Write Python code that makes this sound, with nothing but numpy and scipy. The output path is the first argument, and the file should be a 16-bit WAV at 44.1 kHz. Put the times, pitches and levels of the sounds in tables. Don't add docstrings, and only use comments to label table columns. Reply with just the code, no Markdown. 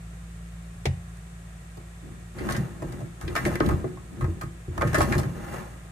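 import sys
import numpy as np
from scipy import signal
from scipy.fft import rfft, irfft
from scipy.io import wavfile

SR = 44100
rng = np.random.default_rng(int(sys.argv[2]) if len(sys.argv) > 2 else 0)


def int16_out(signal):
    q = np.round(np.clip(np.atleast_2d(signal).T, -1, 1) * 32767)
    wavfile.write(sys.argv[1], SR, q.astype(np.int16))


N = 260631
NOW = np.arange(N) / SR
AGE = np.arange(SR // 2) / SR
WIDE_HZ = 660
TUB_T60_S, TUB_DB = .28, -19


def undb(db):
    return 10 ** (np.asarray(db) / 20)


def fade(t60):
    return np.exp(-np.log(1000) * AGE / t60)


def push(centre_hz):
    return 1 - np.exp(-2 * AGE * centre_hz)


def level(x, db, size=None):
    mid_power = np.mean(x.mean(0)[:size] ** 2)
    channel_power = np.mean(x[:, :size] ** 2)
    return x * undb(db) / np.sqrt(mid_power / 2 + channel_power / 4)


def add(out, s, sound):
    start = int(s * SR)
    out[:, start:start + sound.shape[1]] += sound[:, :N - start]


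def walk(per_s):
    steps = rng.standard_normal(400)
    return np.interp(NOW * per_s, np.arange(len(steps)), steps)


def focus(hz, centre_hz, slope_db):
    return undb(-slope_db * np.abs(np.log2(hz / centre_hz)))


def apart(hz):
    return np.minimum(hz / WIDE_HZ, 1) ** 1.25


def noise(size, colour, centre_hz=1000, slope_db=0, ripple_db=4.5, spacing_hz=90):
    hz = np.maximum(np.fft.rfftfreq(size, 1 / SR), 1)
    short_wave = apart(hz)
    points, db = np.transpose(colour)
    colour_db = np.interp(np.log(hz), np.log(points), db)
    ripple = np.interp(hz / spacing_hz, np.arange(400), rng.standard_normal(400))
    gain = undb(colour_db + ripple_db * ripple * short_wave) * focus(hz, centre_hz, slope_db)
    mid, side = rfft(rng.standard_normal((2, size)))
    x = irfft(gain * np.array([mid + short_wave * side, mid - short_wave * side]), size)
    return x / x.std()


def ring(modes, centre_hz, slope_db, scatter_db, detune):
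    out = 0
    draws = rng.standard_normal((len(modes), 3))
    for (hz, db, t60), (size, shift, lag) in zip(modes, draws):
        turn = 2 * np.pi * hz * (1 + detune * shift) * AGE
        phase = turn + lag * apart(hz) * np.array([[1], [-1]])
        gain = undb(db + scatter_db * size) * focus(hz, centre_hz, slope_db)
        out = out + gain * fade(t60) * np.sin(phase)
    return out / np.sqrt(np.mean(out[:, :SR // 100] ** 2))


def excite(pulses, body):
    return signal.fftconvolve(pulses[None], body, axes=1)[:, :len(pulses)]


MOTOR_HZ = 56.87
KITCHEN_DB = -48
# multiple of the shaft rate, rms level in dB before the drift in level.
MOTOR_HARMONICS = [(1, -45), (2, -53.5), (3, -48.5)]
# time in seconds, gain in dB.
HUM_DRIFT = [(.7, 3.5), (1.7, 0)]
# frequency in Hz, relative density in dB per Hz.
AIR_COLOUR = [(30, -12), (65, 11), (140, 12), (220, -3.5), (2000, -11), (3200, -19), (5200, -23),
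              (8200, -14.5), (9200, -19.5), (14000, -32)]


def kitchen(waver=0.12):
    drift_s, drift_db = np.transpose(HUM_DRIFT)
    hum_gain = undb(np.interp(NOW, drift_s, drift_db))
    shaft = 2 * np.pi * MOTOR_HZ * NOW + waver * walk(2.31)
    hum = 0
    for multiple, db in MOTOR_HARMONICS:
        start_phase = 2 * np.pi * rng.random()
        hum = hum + np.sqrt(2) * undb(db) * np.sin(round(multiple) * shaft + start_phase)
    air = noise(N, AIR_COLOUR, ripple_db=2.2)
    return hum * hum_gain + air * undb(KITCHEN_DB)


# frequency in Hz, relative level in dB, free t60 in seconds.
DOOR_MODES = [(61.6, 0, 0.16), (85, -0.5, 0.29), (117.2, 0.5, 0.16), (134.8, 1.5, 0.21), (167.4, -4, 0.39),
              (201.4, 1, 0.13)]


def boom(db, centre_hz):
    swing = ring(DOOR_MODES, centre_hz, slope_db=15.0, scatter_db=2, detune=0.02) * (1 - fade(0.039))
    return level(swing, db - 1.5, size=1800)


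# frequency in Hz, relative level in dB, free t60 in seconds.
FRAME_MODES = [(247, 0, .24), (298, 0, .28), (322, 4, .16), (350, 3, .42), (428, -4, .2)]


def frame_ring(db):
    swing = ring(FRAME_MODES, 400, slope_db=6, scatter_db=2, detune=.025) * (1 - fade(.03))
    return level(swing * (fade(0.056) + 0.46), db, size=1100)


PART_S = .8555
# frequency in Hz, relative density in dB per Hz.
PLASTIC_COLOUR = [(150, -51), (330, 12.5), (600, 1.5), (780, 4.5), (1300, -11.5), (2150, 5.5), (3000, -5),
                  (5400, -8), (13000, -24.5)]
# start in seconds, boom level in dB before the 1.5 dB cut in boom(), boom centre in Hz.
FLOOR_PRESSES = [(0.73, -39, 57.6), (0.868, -22, 97), (0.92, -37, 77)]


def knock(db=-27.5, echo_db=-19, seat_s=.861, seat_db=-34, frame_db=-48):
    crack = noise(len(AGE), PLASTIC_COLOUR, ripple_db=2) * fade(.068)
    echo = noise(len(AGE), PLASTIC_COLOUR, centre_hz=550, slope_db=3) * fade(.36)
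    thud = noise(len(AGE), PLASTIC_COLOUR, centre_hz=670, slope_db=9) * fade(0.073) * push(680)
    out = np.zeros((2, N))
    add(out, PART_S, level(crack + undb(echo_db) * echo, db, size=750))
    add(out, seat_s, level(thud, seat_db, size=750) + frame_ring(frame_db))
    for s, boom_db, centre_hz in FLOOR_PRESSES:
        add(out, s, boom(boom_db, centre_hz))
    return out


def chatter(chatter_ms, gap_ms=2.5, first=1.3, uneven_db=3, count=60):
    gaps = rng.exponential(.5, count)
    sizes = rng.standard_normal(count)
    sides = rng.choice([-1, 1], count)
    ms = np.cumsum(gap_ms * (.5 + gaps))
    pulses = np.zeros(len(AGE))
    pulses[0] = first
    at = np.minimum(ms * SR // 1000, len(AGE) - 1).astype(int)
    pulses[at] += sides * undb(uneven_db * sizes) * np.exp(-ms / chatter_ms)
    return pulses


WIRE_SHARE_DB, FRAME_SHARE_DB = -1, -10
# start in seconds, clack level in dB, clack centre in Hz,
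# tick level in dB, chatter decay time in ms.
WIRE_CLACKS = [ (1.17, -66, 1970, -62, 2.8), (1.769, -55.5, 746, -59.5, 30), (2.385, -48, 2420, -56, 26),
               (2.488, -35.5, 1260, -52, 5.1), (2.498, -40, 1070, -45, 6.8),
               (2.507, -40.5, 1720, -43.5, 14), (2.523, -50, 1900, -40.5, 9), (2.547, -40, 1670, -54, 18),
               (2.565, -48, 710, -43, 8), (2.821, -42, 740, -55.5, 9.4), (2.924, -69, 1700, -53, 1.9),
               (3.005, -46, 660, -61, 12), (3.211, -47, 1190, -50, 27), (3.278, -45, 3100, -55.5, 6),
               (3.353, -33.5, 1340, -42.5, 4.8), (3.362, -29.5, 1860, -39.5, 11.6),
               (3.379, -39, 1650, -46.5, 26), (3.452, -34, 2020, -41.5, 5.1),
               (3.463, -33.5, 610, -41.5, 16), (3.555, -39, 2150, -45.5, 1.4),
               (3.6029, -42.5, 2960, -51, 2.5), (3.605, -29.5, 1150, -61, 1.3),
               (3.628, -41.5, 1150, -65, 10), (3.662, -48, 2900, -49, 4), (3.689, -34.5, 887, -46.5, 14),
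               (3.71, -38, 1000, -56, 7.6), (3.842, -39, 670, -78, 2.7), (3.972, -52, 1040, -85, 3.3),
               (4.209, -41, 1200, -54.5, 15), (4.243, -41.5, 1080, -58, 4), (4.412, -41, 1290, -48.5, 17),
               (4.778, -37.5, 960, -49, 2.3), (4.811, -32, 1180, -50, 6.4), (4.82, -30.5, 1410, -47, 3.7),
               (4.827, -29, 554, -60, 1.1), (4.872, -43.5, 1900, -47, 26), (4.931, -41.5, 1500, -48, 8.7),
               (4.9442, -24.5, 1510, -34.5, 15), (4.981, -31.5, 680, -38.5, 33),
               (5.0063, -25, 1110, -41.5, 1.5), (5.015, -37.5, 1720, -36, 19.5),
               (5.124, -32.5, 1800, -43, 11), (5.151, -38.5, 1090, -48, 5), (5.181, -39, 800, -39, 18),
               (5.232, -46.5, 1690, -53, 7.9)]
# frequency in Hz, relative level in dB, free t60 in seconds.
WIRE_MODES = [(587, 7, .13), (665, 5, .1), (845, 1, .09), (1090, 4, .15), (1250, 3, .14), (1400, -1, .1),
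              (1590, 2, .12), (1680, 1, .11), (1812, 2, .15), (2015, 1, .15), (2355, -3, .12),
              (3180, -10, .08)]
# frequency in Hz, relative density in dB per Hz.
CRACK_COLOUR = [(200, -49), (450, 15), (700, 11), (1100, 4), (2100, 3), (3000, -6), (5000, -4),
                (13000, -40)]
TICK_COLOUR = [(1000, -11), (2400, 13), (4500, 15), (9500, 14), (14000, 6)]


def rack():
    out = np.zeros((2, N))
    echo = undb(TUB_DB) * fade(TUB_T60_S)
    for s, clack_db, centre_hz, tick_db, chatter_ms in WIRE_CLACKS:
        pulses = chatter(chatter_ms)
        crack = noise(len(AGE), CRACK_COLOUR, centre_hz, slope_db=11, ripple_db=2)
        crack = crack * (fade(.022) + echo) * push(centre_hz)
        swell = 1 - np.exp(-AGE * 2000 / chatter_ms)
        wires = ring(WIRE_MODES, centre_hz, slope_db=14, scatter_db=2, detune=.004) * swell
        tick = noise(len(AGE), TICK_COLOUR, ripple_db=3) * (fade(.021) + undb(-3) * echo)
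        add(out, s, level(excite(pulses, crack), clack_db, size=900))
        add(out, s, level(wires, clack_db + WIRE_SHARE_DB, size=900))
        add(out, s, level(excite(pulses, tick), tick_db, size=600))
        add(out, s, frame_ring(clack_db + FRAME_SHARE_DB))
    return out


# start in seconds,
# door boom level in dB before the 1.5 dB cut in boom(), boom centre in Hz, frame ring level in dB.
RACK_LANDINGS = [ (1.774, -47, 108, -50), (2.408, -59, 144, -34), (2.58, -23.5, 146, -43),
                 (2.825, -36, 151, -36), (3.021, -32, 133, -44.5), (3.236, -31.5, 70.7, -44.5),
                 (3.28, -50, 130, -36), (3.46, -26.5, 177, -26), (3.606, -30.5, 131, -22.5),
                 (3.708, -21.5, 96.5, -30.5), (3.842, -30, 144, -31), (4.224, -22, 79.5, -39),
                 (4.281, -26.5, 78, -35.5), (4.435, -33, 135.6, -41), (4.681, -30.5, 83.5, -41),
                 (4.785, -30, 79, -38), (4.85, -21, 114, -56), (4.98, -24, 101, -25.5),
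                 (5.155, -21, 124, -30), (5.253, -27.5, 126, -40)]


def jolts():
    out = np.zeros((2, N))
    for s, boom_db, centre_hz, frame_db in RACK_LANDINGS:
        add(out, s, boom(boom_db, centre_hz) + frame_ring(frame_db))
    return out


SPEED_UP_POWER, COAST_S = 0.82, 0.13


def speed(start, length):
    age = np.maximum(NOW - start, 0)
    gather = np.minimum(age / length, 1) ** SPEED_UP_POWER
    return gather * np.exp(-np.maximum(age - length, 0) / COAST_S)


# start in seconds, length in seconds,
# rumble gain in dB at top speed before the cut in wheels(), scrape gain in dB at top speed.
RACK_SHOVES = [(2.012, 0.049, -40.5, -62), (2.337, 0.18, -28, -39.5), (2.771, 0.16, -35.5, -51),
               (3.178, 0.36, -30, -40), (3.609, 0.051, -23, -43), (4.09, 0.18, -34.5, -52),
               (4.703, 0.43, -25.5, -36.5), (5.339, 0.22, -37.5, -40.5)]


def rolling():
    rumble = sum(undb(db) * speed(start, length) for start, length, db, _ in RACK_SHOVES)
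    scrape = sum(undb(db) * speed(start, length) for start, length, _, db in RACK_SHOVES)
    return rumble, scrape


def knocks(per_s, spread_db):
    hits = rng.random(N) < per_s / SR
    sizes = undb(spread_db * np.minimum(rng.exponential(1, N), 3))
    return hits * sizes * rng.choice([-1, 1], N)


BUMPS_PER_S, SNAGS_PER_S, SNAG_SPREAD_DB = 1800, 260, 3.2
SNAG_DB, SNAG_WIRES_DB = -2, -19
# frequency in Hz, relative density in dB per Hz.
SCRAPE_COLOUR = [(200, 1), (400, -1), (600, 9), (900, 4.5), (1400, 2.5), (2100, -3.5), (3000, -12),
                 (5000, -18.5), (9000, -16), (14000, -19)]


def wheels(frame_db=-7, loaded_t60=0.058):
    rumble, scrape = rolling()
    bumps = knocks(BUMPS_PER_S, 2) * undb(1.7 * walk(30))
    snags = knocks(SNAGS_PER_S, SNAG_SPREAD_DB) * undb(2 * walk(30))
    echo = undb(TUB_DB) * fade(TUB_T60_S)
    grain = noise(len(AGE), SCRAPE_COLOUR, ripple_db=1) * (fade(.02) + echo)
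    catch = noise(len(AGE), SCRAPE_COLOUR, 1100, slope_db=3, ripple_db=2)
    catch = catch * (fade(.025) + echo) * push(700)
    wires = ring(WIRE_MODES, 700, slope_db=6, scatter_db=1, detune=.003) * push(700)
    snag = catch + undb(SNAG_WIRES_DB) * wires
    friction = level(excite(bumps, grain), 0) + level(excite(snags, snag), SNAG_DB)

    loaded = fade(loaded_t60) * (1 - fade(0.11))

    def rolled(modes):
        body = ring(modes, 216, slope_db=2.0, scatter_db=-1.5, detune=0.0074) * loaded
        return level(excite(bumps, body), 0)

    door = rolled(DOOR_MODES)
    frame = rolled(FRAME_MODES)
    return level(friction, 0) * scrape + (door + undb(frame_db) * frame) * rumble * undb(-2.0)


def scene():
    return kitchen() + knock() + rack() + jolts() + wheels()


def record(dry):
    lean = signal.sosfilt(signal.butter(4, 40, "highpass", fs=SR, output="sos"), dry)
    return signal.sosfilt(signal.ellip(8, .2, 70, 14700, fs=SR, output="sos"), lean)


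dry = scene()
out = record(dry)
int16_out(out)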